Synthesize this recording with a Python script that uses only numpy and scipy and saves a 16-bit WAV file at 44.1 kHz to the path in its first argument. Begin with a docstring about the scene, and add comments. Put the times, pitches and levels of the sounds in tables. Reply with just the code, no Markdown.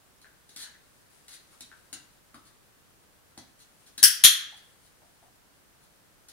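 """In a tiled room, a dog circles with its front paws on an upturned steel bowl on a rug.
Claws tick and skid: noise grains ring the steel modes. Pads thud and the bowl knocks dully: short pushes.
Coat and paws brush faintly (uneven coloured noise) over steady rumble and hiss.
A training clicker snaps close by when pressed and let go: a creak and an impulse ring its modes.
Both snaps ring in the room and overload the microphone."""
import sys
import numpy as np
from scipy import signal
from scipy.fft import rfft, irfft, next_fast_len
from scipy.io import wavfile
from scipy.ndimage import map_coordinates

SR = 44100
rng = np.random.default_rng(int(sys.argv[2]) if len(sys.argv) > 2 else 0)


def inscribe(sig):
    """Save sig as 16-bit PCM at rate SR to the path in sys.argv[1].

    A 1-D sig is mono; a 2-D sig holds one channel per row.
    Samples are clipped to [-1, 1] before scaling.
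    """
    pcm = np.round(np.clip(np.atleast_2d(sig).T, -1, 1) * 32767)
    wavfile.write(sys.argv[1], SR, pcm.astype(np.int16))


N = 278926
LENGTH = 32768  # samples in one event
T = np.arange(LENGTH) / SR  # s within one event
HZ = np.fft.rfftfreq(LENGTH, 1 / SR)

# paws set down on the bowl: (time [s], claw level [dB], pad level [dB])
STEPS = [(0.215, -61, -77), (0.4909, -56.5, -73), (0.561, -45, -60), (1.281, -51.5, -73), (1.607, -46, -61),
         (1.928, -41, -54), (2.344, -58.5, -54), (3.376, -48.5, -49.5), (3.978, -39, -56.5),
         (6.285, -53, -76)]


def amp(db):
    """Amplitude ratio of a level in dB."""
    return 10 ** (np.asarray(db) / 20)


def unit(x):
    """x scaled to rms 1."""
    return x / np.sqrt(np.mean(x ** 2) + 1e-20)


def along(points, hz):
    """(Hz, value) points interpolated on a log frequency axis."""
    f, v = np.transpose(points)
    return np.interp(np.log(hz + 1), np.log(f + 1), v)


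def filtered(x, response):
    """x filtered by response(hz), zero-padded by at least 0.5 s."""
    m = next_fast_len(N + SR // 2)
    spectrum = rfft(x, m) * response(np.fft.rfftfreq(m, 1 / SR))
    return irfft(spectrum, m)[..., :N]


def sides(points, hz):
    """Left and right gains from a left-minus-right dB curve."""
    half_db = along(points, hz) / 2
    return amp(np.outer([1, -1], half_db))


def wobble(rate_hz, size):
    """Smooth random curve with rate_hz knots a second."""
    knots = rng.standard_normal(size // 10)
    return map_coordinates(knots, [np.arange(size) * rate_hz / SR])


def ring(force, modes, low_hz, order):
    """Force through (Hz, width Hz, dB) modes of a body radiating weakly below low_hz; rms 1 over 10 ms."""
    body = 0
    for k, (mode_hz, width_hz, db) in enumerate(modes):
        damping = 1j * HZ * width_hz
        resonance = damping / (mode_hz * mode_hz - HZ * HZ + damping)
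        body = body + (-1) ** k * amp(db) * resonance
    highpass = signal.butter(order, low_hz, 'high', fs=SR, output='sos')
    radiation = signal.sosfreqz(highpass, HZ, fs=SR)[1]
    sound = irfft(rfft(force) * body * radiation)
    return sound / np.linalg.norm(sound) * np.sqrt(SR / 100)


def diffuse(t60_scale, onset_s, alike):
    """Stereo reflection cloud, left energy 1; treble dies first, the close ports share a part."""
    # decay of the room before t60_scale: (frequency [Hz], t60 [s])
    room_t60 = [(200, 0.9), (1500, 0.81), (3300, 0.65), (4500, 0.54), (6000, 0.49), (10000, 0.32),
                (15000, 0.32)]
    hz, t, z = signal.stft(rng.standard_normal((3, LENGTH)), SR, nperseg=256)
    t60_s = t60_scale * along(room_t60, hz)[:, None]
    z = z * amp(-60 * t / t60_s)
    shared = np.clip(alike, 0, 1)
    mixed = np.sqrt(1 - shared) * z[:2] + np.sqrt(shared) * z[2]
    pair = signal.istft(mixed, SR, nperseg=256)[1][:, :LENGTH]
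    pair = pair * (1 - np.exp(-(T / onset_s) ** 2))
    return pair / np.linalg.norm(pair[0])


def in_room(sound, echo_db, near_db, far_db, lead_s, alike):
    """Direct sound (left port leads), first echoes, quick scatter off the furniture and long tail."""
    # echoes from floor, furniture and walls, before echo_db: (delay [s], level [dB])
    first_echoes = [(.0035, -9), (.0067, -15), (.0085, 3), (.0120, -2.5), (.0165, -10), (.0220, -12),
                    (.0325, -16.5)]

    def arrival(delay_s, right_lag_s):
        return np.exp(-2j * np.pi * HZ * (delay_s + np.array([[0], [right_lag_s]])))

    paths = arrival(0, lead_s)
    for k, (delay_s, db) in enumerate(first_echoes):
        side = (-1) ** k  # from left and right in turn
        paths = paths + amp(db + echo_db) * arrival(delay_s, side * lead_s)
    near = amp(near_db) * diffuse(t60_scale=0.33, onset_s=0.0059, alike=alike)
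    far = amp(far_db) * diffuse(t60_scale=0.84, onset_s=0.015, alike=alike)
    return irfft(rfft(sound) * (paths + rfft(near + far)))


def add(track, start_s, sound):
    """Lay a stereo sound on the track at start_s."""
    part = track[:, round(start_s * SR):][:, :LENGTH]
    part += sound[:, :part.shape[1]]


def hiss():
    """Steady room rumble and microphone hiss: noise with set spectrum, stereo likeness and tilt."""
    # relative noise density: (frequency [Hz], density [dB per Hz])
    noise_density = [(12, -34.5), (20, -4.5), (90, -2), (166, -4), (214, -5), (253, -7.5), (291, -5.5),
                     (334, -7.5), (617, -9), (690, -10.5), (1510, -11), (2100, -14.5), (2290, -15.5),
                     (5280, -18.5), (15700, -20.5)]
    # left-right correlation: (frequency [Hz], likeness [-1 to 1])
    likeness = [(60, 0.041), (180, 0.11), (550, 0.18), (1650, -0.031), (4970, 0.03), (15000, -0.08)]
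    # stereo tilt: (frequency [Hz], left minus right [dB])
    noise_tilt = [(100, 0), (1000, -0.5), (1750, 4), (2700, -0.5), (5000, -1.5), (8000, -2.5), (10200, -2),
                  (12000, -1)]
    level_db = -61

    def colour(hz):
        angle = np.arccos(np.clip(along(likeness, hz), -1, 1)) / 2
        return amp(along(noise_density, hz)) * [np.cos(angle), np.sin(angle)]

    mid, side = filtered(rng.standard_normal((2, N)), colour)
    pair = np.array([mid + side, mid - side])
    pair = filtered(pair, lambda hz: sides(noise_tilt, hz))
    return amp(level_db) * unit(pair)


def brushing():
    """Fur and pads rub bowl and rug in faint, uneven strokes that swell while the dog walks round."""
    # walks round the bowl: (middle [s], length [s], brushing gain [dB])
    turns = [(1.5, 1.5, 7), (4.402, 1.4, 7.5)]
    standing_db, stroke_db = -74.5, 2.0
    strokes = wobble(22, size=N)
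    grains = rng.standard_normal((2, N)) * amp(5.5 * rng.standard_normal(N))
    # (frequency [Hz], gain [dB])
    colour = [(100, -17.5), (400, 1.5), (1500, -2.5), (2600, -2.0), (4200, -1.0), (7000, -3.0),
              (9800, -2.5), (12500, -14.5), (16000, -17)]
    rub = unit(filtered(grains, lambda hz: amp(along(colour, hz))))
    time_s = np.arange(N) / SR
    walking_db = sum(db * np.exp(-(2 * (time_s - middle_s) / length_s) ** 2)
                     for middle_s, length_s, db in turns)
    return rub * amp(standing_db + walking_db + stroke_db * strokes)


def claws():
    """Claws catch and slip in tiny grains that ring the steel: briefly at each step, longer in a slide."""
    # bowl modes, damped by paws and rug: (frequency [Hz], width [Hz], level [dB])
    bowl_modes = [(787.3, 520, -16), (1550, 360, -5.5), (2000, 500, -6), (2660, 480, -7.5),
                  (3430, 560, -1.5), (3815, 450, 2.5), (4220, 400, 3.5), (4818, 500, 0.5),
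                  (5780, 1500, -2.5), (7040, 970, -1.5), (8200, 610, -6.5), (9225, 520, -3),
                  (10250, 970, -4.5), (11250, 1300, -8.5), (14800, 1624, -13.5)]
    # paws sliding on the steel: (time [s], level [dB], length [s])
    skids = [(0.495, -60, 0.09), (0.56, -39.5, 0.075), (1.285, -49.5, .05), (1.327, -50, 0.015),
             (1.512, -67, 0.027), (2.449, -59.5, 0.022), (3.59, -56.5, 0.028), (3.861, -57.5, 0.014),
             (4.565, -57.5, 0.01), (4.845, -64, .02), (5.818, -66, 0.018)]
    catch_s, drag_s, drag_db = 0.005, 0.014, -12.5  # catches at once, then drags more softly
    skid_grows_db, skid_release_s = 5.5, 0.009  # louder as the paw is loaded, then lets go
    slip_rate_hz, slip_db = 170, 2  # uneven sticking and slipping
    track = np.zeros((2, N))
    landing = np.exp(-(T / catch_s) ** 2) + amp(drag_db) * np.exp(-(T / drag_s) ** 2)
    contacts = [(start_s, claw_db, landing) for start_s, claw_db, _ in STEPS]
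    for start_s, db, length_s in skids:
        growth_db = skid_grows_db * np.minimum(T / length_s, 1)
        load_db = growth_db + slip_db * wobble(slip_rate_hz, size=LENGTH)
        release = np.exp(-np.maximum(T - length_s, 0) / skid_release_s)
        contacts.append((start_s, db, amp(load_db) * release))
    for start_s, db, pressure in contacts:
        grains = rng.standard_normal(LENGTH) * amp(5.3 * rng.standard_normal(LENGTH))
        tick = ring(grains * pressure, bowl_modes, low_hz=400, order=2)
        heard = in_room(tick, echo_db=-12.5, near_db=0.5, far_db=-3.5, lead_s=8e-5, alike=0.087)
        add(track, start_s, amp(db) * heard)
    return track


def weight():
    """Soft pads thud on the bowl; it knocks dully and rocks back once as the load shifts."""
    # loaded bowl on the rug: (frequency [Hz], width [Hz], level [dB])
    thud_modes = [(120, 90, -11), (248, 58, 1), (328.4, 110, -2)]
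    # dull knocks as the weight shifts: (time [s], level [dB], pitch [Hz])
    knocks = [(0.245, -55.5, 1630), (0.665, -55.5, 1630), (0.740, -60, 1710), (1.528, -65, 1300),
              (1.716, -53.5, 1540), (2.344, -52, 1240), (2.468, -66, 1320), (3.376, -58.5, 744),
              (4.525, -58.5, 800), (5.020, -62.5, 717.4), (5.228, -60, 735)]
    slap_db, slap_hz, slap_width_hz = -6, 750, 700  # pad on steel, level relative to the thud
    rock_s, rock_db = 0.013, -5
    track = np.zeros((2, N))
    pad = np.exp(-T / 0.00073)
    slap = ring(pad, [(slap_hz, slap_width_hz, 0)], low_hz=400, order=2)
    thud = ring(pad, thud_modes, low_hz=70, order=2) + amp(slap_db) * slap
    for start_s, _, pad_db in STEPS:
        heard = in_room(thud, echo_db=-24.0, near_db=-2.5, far_db=-11.0, lead_s=8e-5, alike=0.7)
        add(track, start_s, amp(pad_db) * heard)
    push = np.exp(-T / 0.0003)
    rocking = push + amp(rock_db) * np.roll(push, round(rock_s * SR))
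    for start_s, db, hz in knocks:
        modes = [(hz, 0.21 * hz, 0), (0.86 * hz, 0.14 * hz, -7), (1.8 * hz, 0.95 * hz, -19)]
        knock = ring(rocking, modes, low_hz=0.72 * hz, order=2)
        heard = in_room(knock, echo_db=-7.0, near_db=-2.0, far_db=-7.5, lead_s=8e-5, alike=0.32)
        add(track, start_s, amp(db) * heard)
    return track


def clicker():
    """The steel tongue creaks for an instant, then buckles: once when pressed, once when let go."""
    # tongue and shell, bent: (frequency [Hz], width [Hz], level [dB])
    pressed = [(1680, 140, -6), (1982, 230, -13), (3190, 550, -6), (4164, 430, -7), (5210, 720, 2.5),
               (5810, 370, 4.5), (6120, 520, -2), (8930, 480, -8.5), (9320, 110, -6.5), (10570, 600, 3.5),
               (13500, 1760, -6), (14726, 710, 0)]
    # tongue and shell, relaxed: (frequency [Hz], width [Hz], level [dB])
    relaxed = [(1640, 710, -10), (2770, 490, -9), (3280, 220, 4), (3390, 54, 7), (3468, 120, 1.5),
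               (4080, 550, -2), (5870, 840, -1.5), (6930, 820, -1.5), (8740, 680, -8.5), (9894, 340, 4),
               (11330, 690, -5), (12470, 790, -2)]
    creak_s, creak_db = 0.003, -30.0
    track = np.zeros((2, N))
    for snap_s, db, modes in [(4.0299, -12, pressed), (4.2390, -11, relaxed)]:
        force = amp(creak_db) * rng.standard_normal(LENGTH) * (T < creak_s) * T / creak_s
        force[round(creak_s * SR)] += 1  # the buckling
        snap = ring(force, modes, low_hz=1285, order=5)
        heard = in_room(snap, echo_db=-4.0, near_db=5.0, far_db=0.5, lead_s=3e-5, alike=0.25)
        add(track, snap_s - creak_s, amp(db) * heard)
    return track


def scene():
    """Dog and clicker as the two microphone ports colour them, over the hiss."""
    # port colouring: (frequency [Hz], left minus right [dB])
    port_tilt = [(200, -1.5), (1000, 2), (1900, 8), (2500, 2.5), (3300, -1), (4500, -4.5), (6000, 2),
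                 (7200, 5.5), (8300, 14), (9400, 18.5), (11300, 14.5), (13500, 7), (15500, 2.5)]
    sources = claws() + weight() + brushing() + clicker()
    return filtered(sources, lambda hz: sides(port_tilt, hz)) + hiss()


def record(dry):
    """The input stage clips the snaps; a steep low-pass sets the band limit."""
    ceiling, top_hz = 0.95, 15780
    clipped = dry / (1 + np.abs(dry / ceiling) ** 8) ** (1 / 8)
    return filtered(clipped, lambda hz: 1 / np.sqrt(1 + (hz / top_hz) ** 300))


dry = scene()
out = record(dry)
inscribe(out)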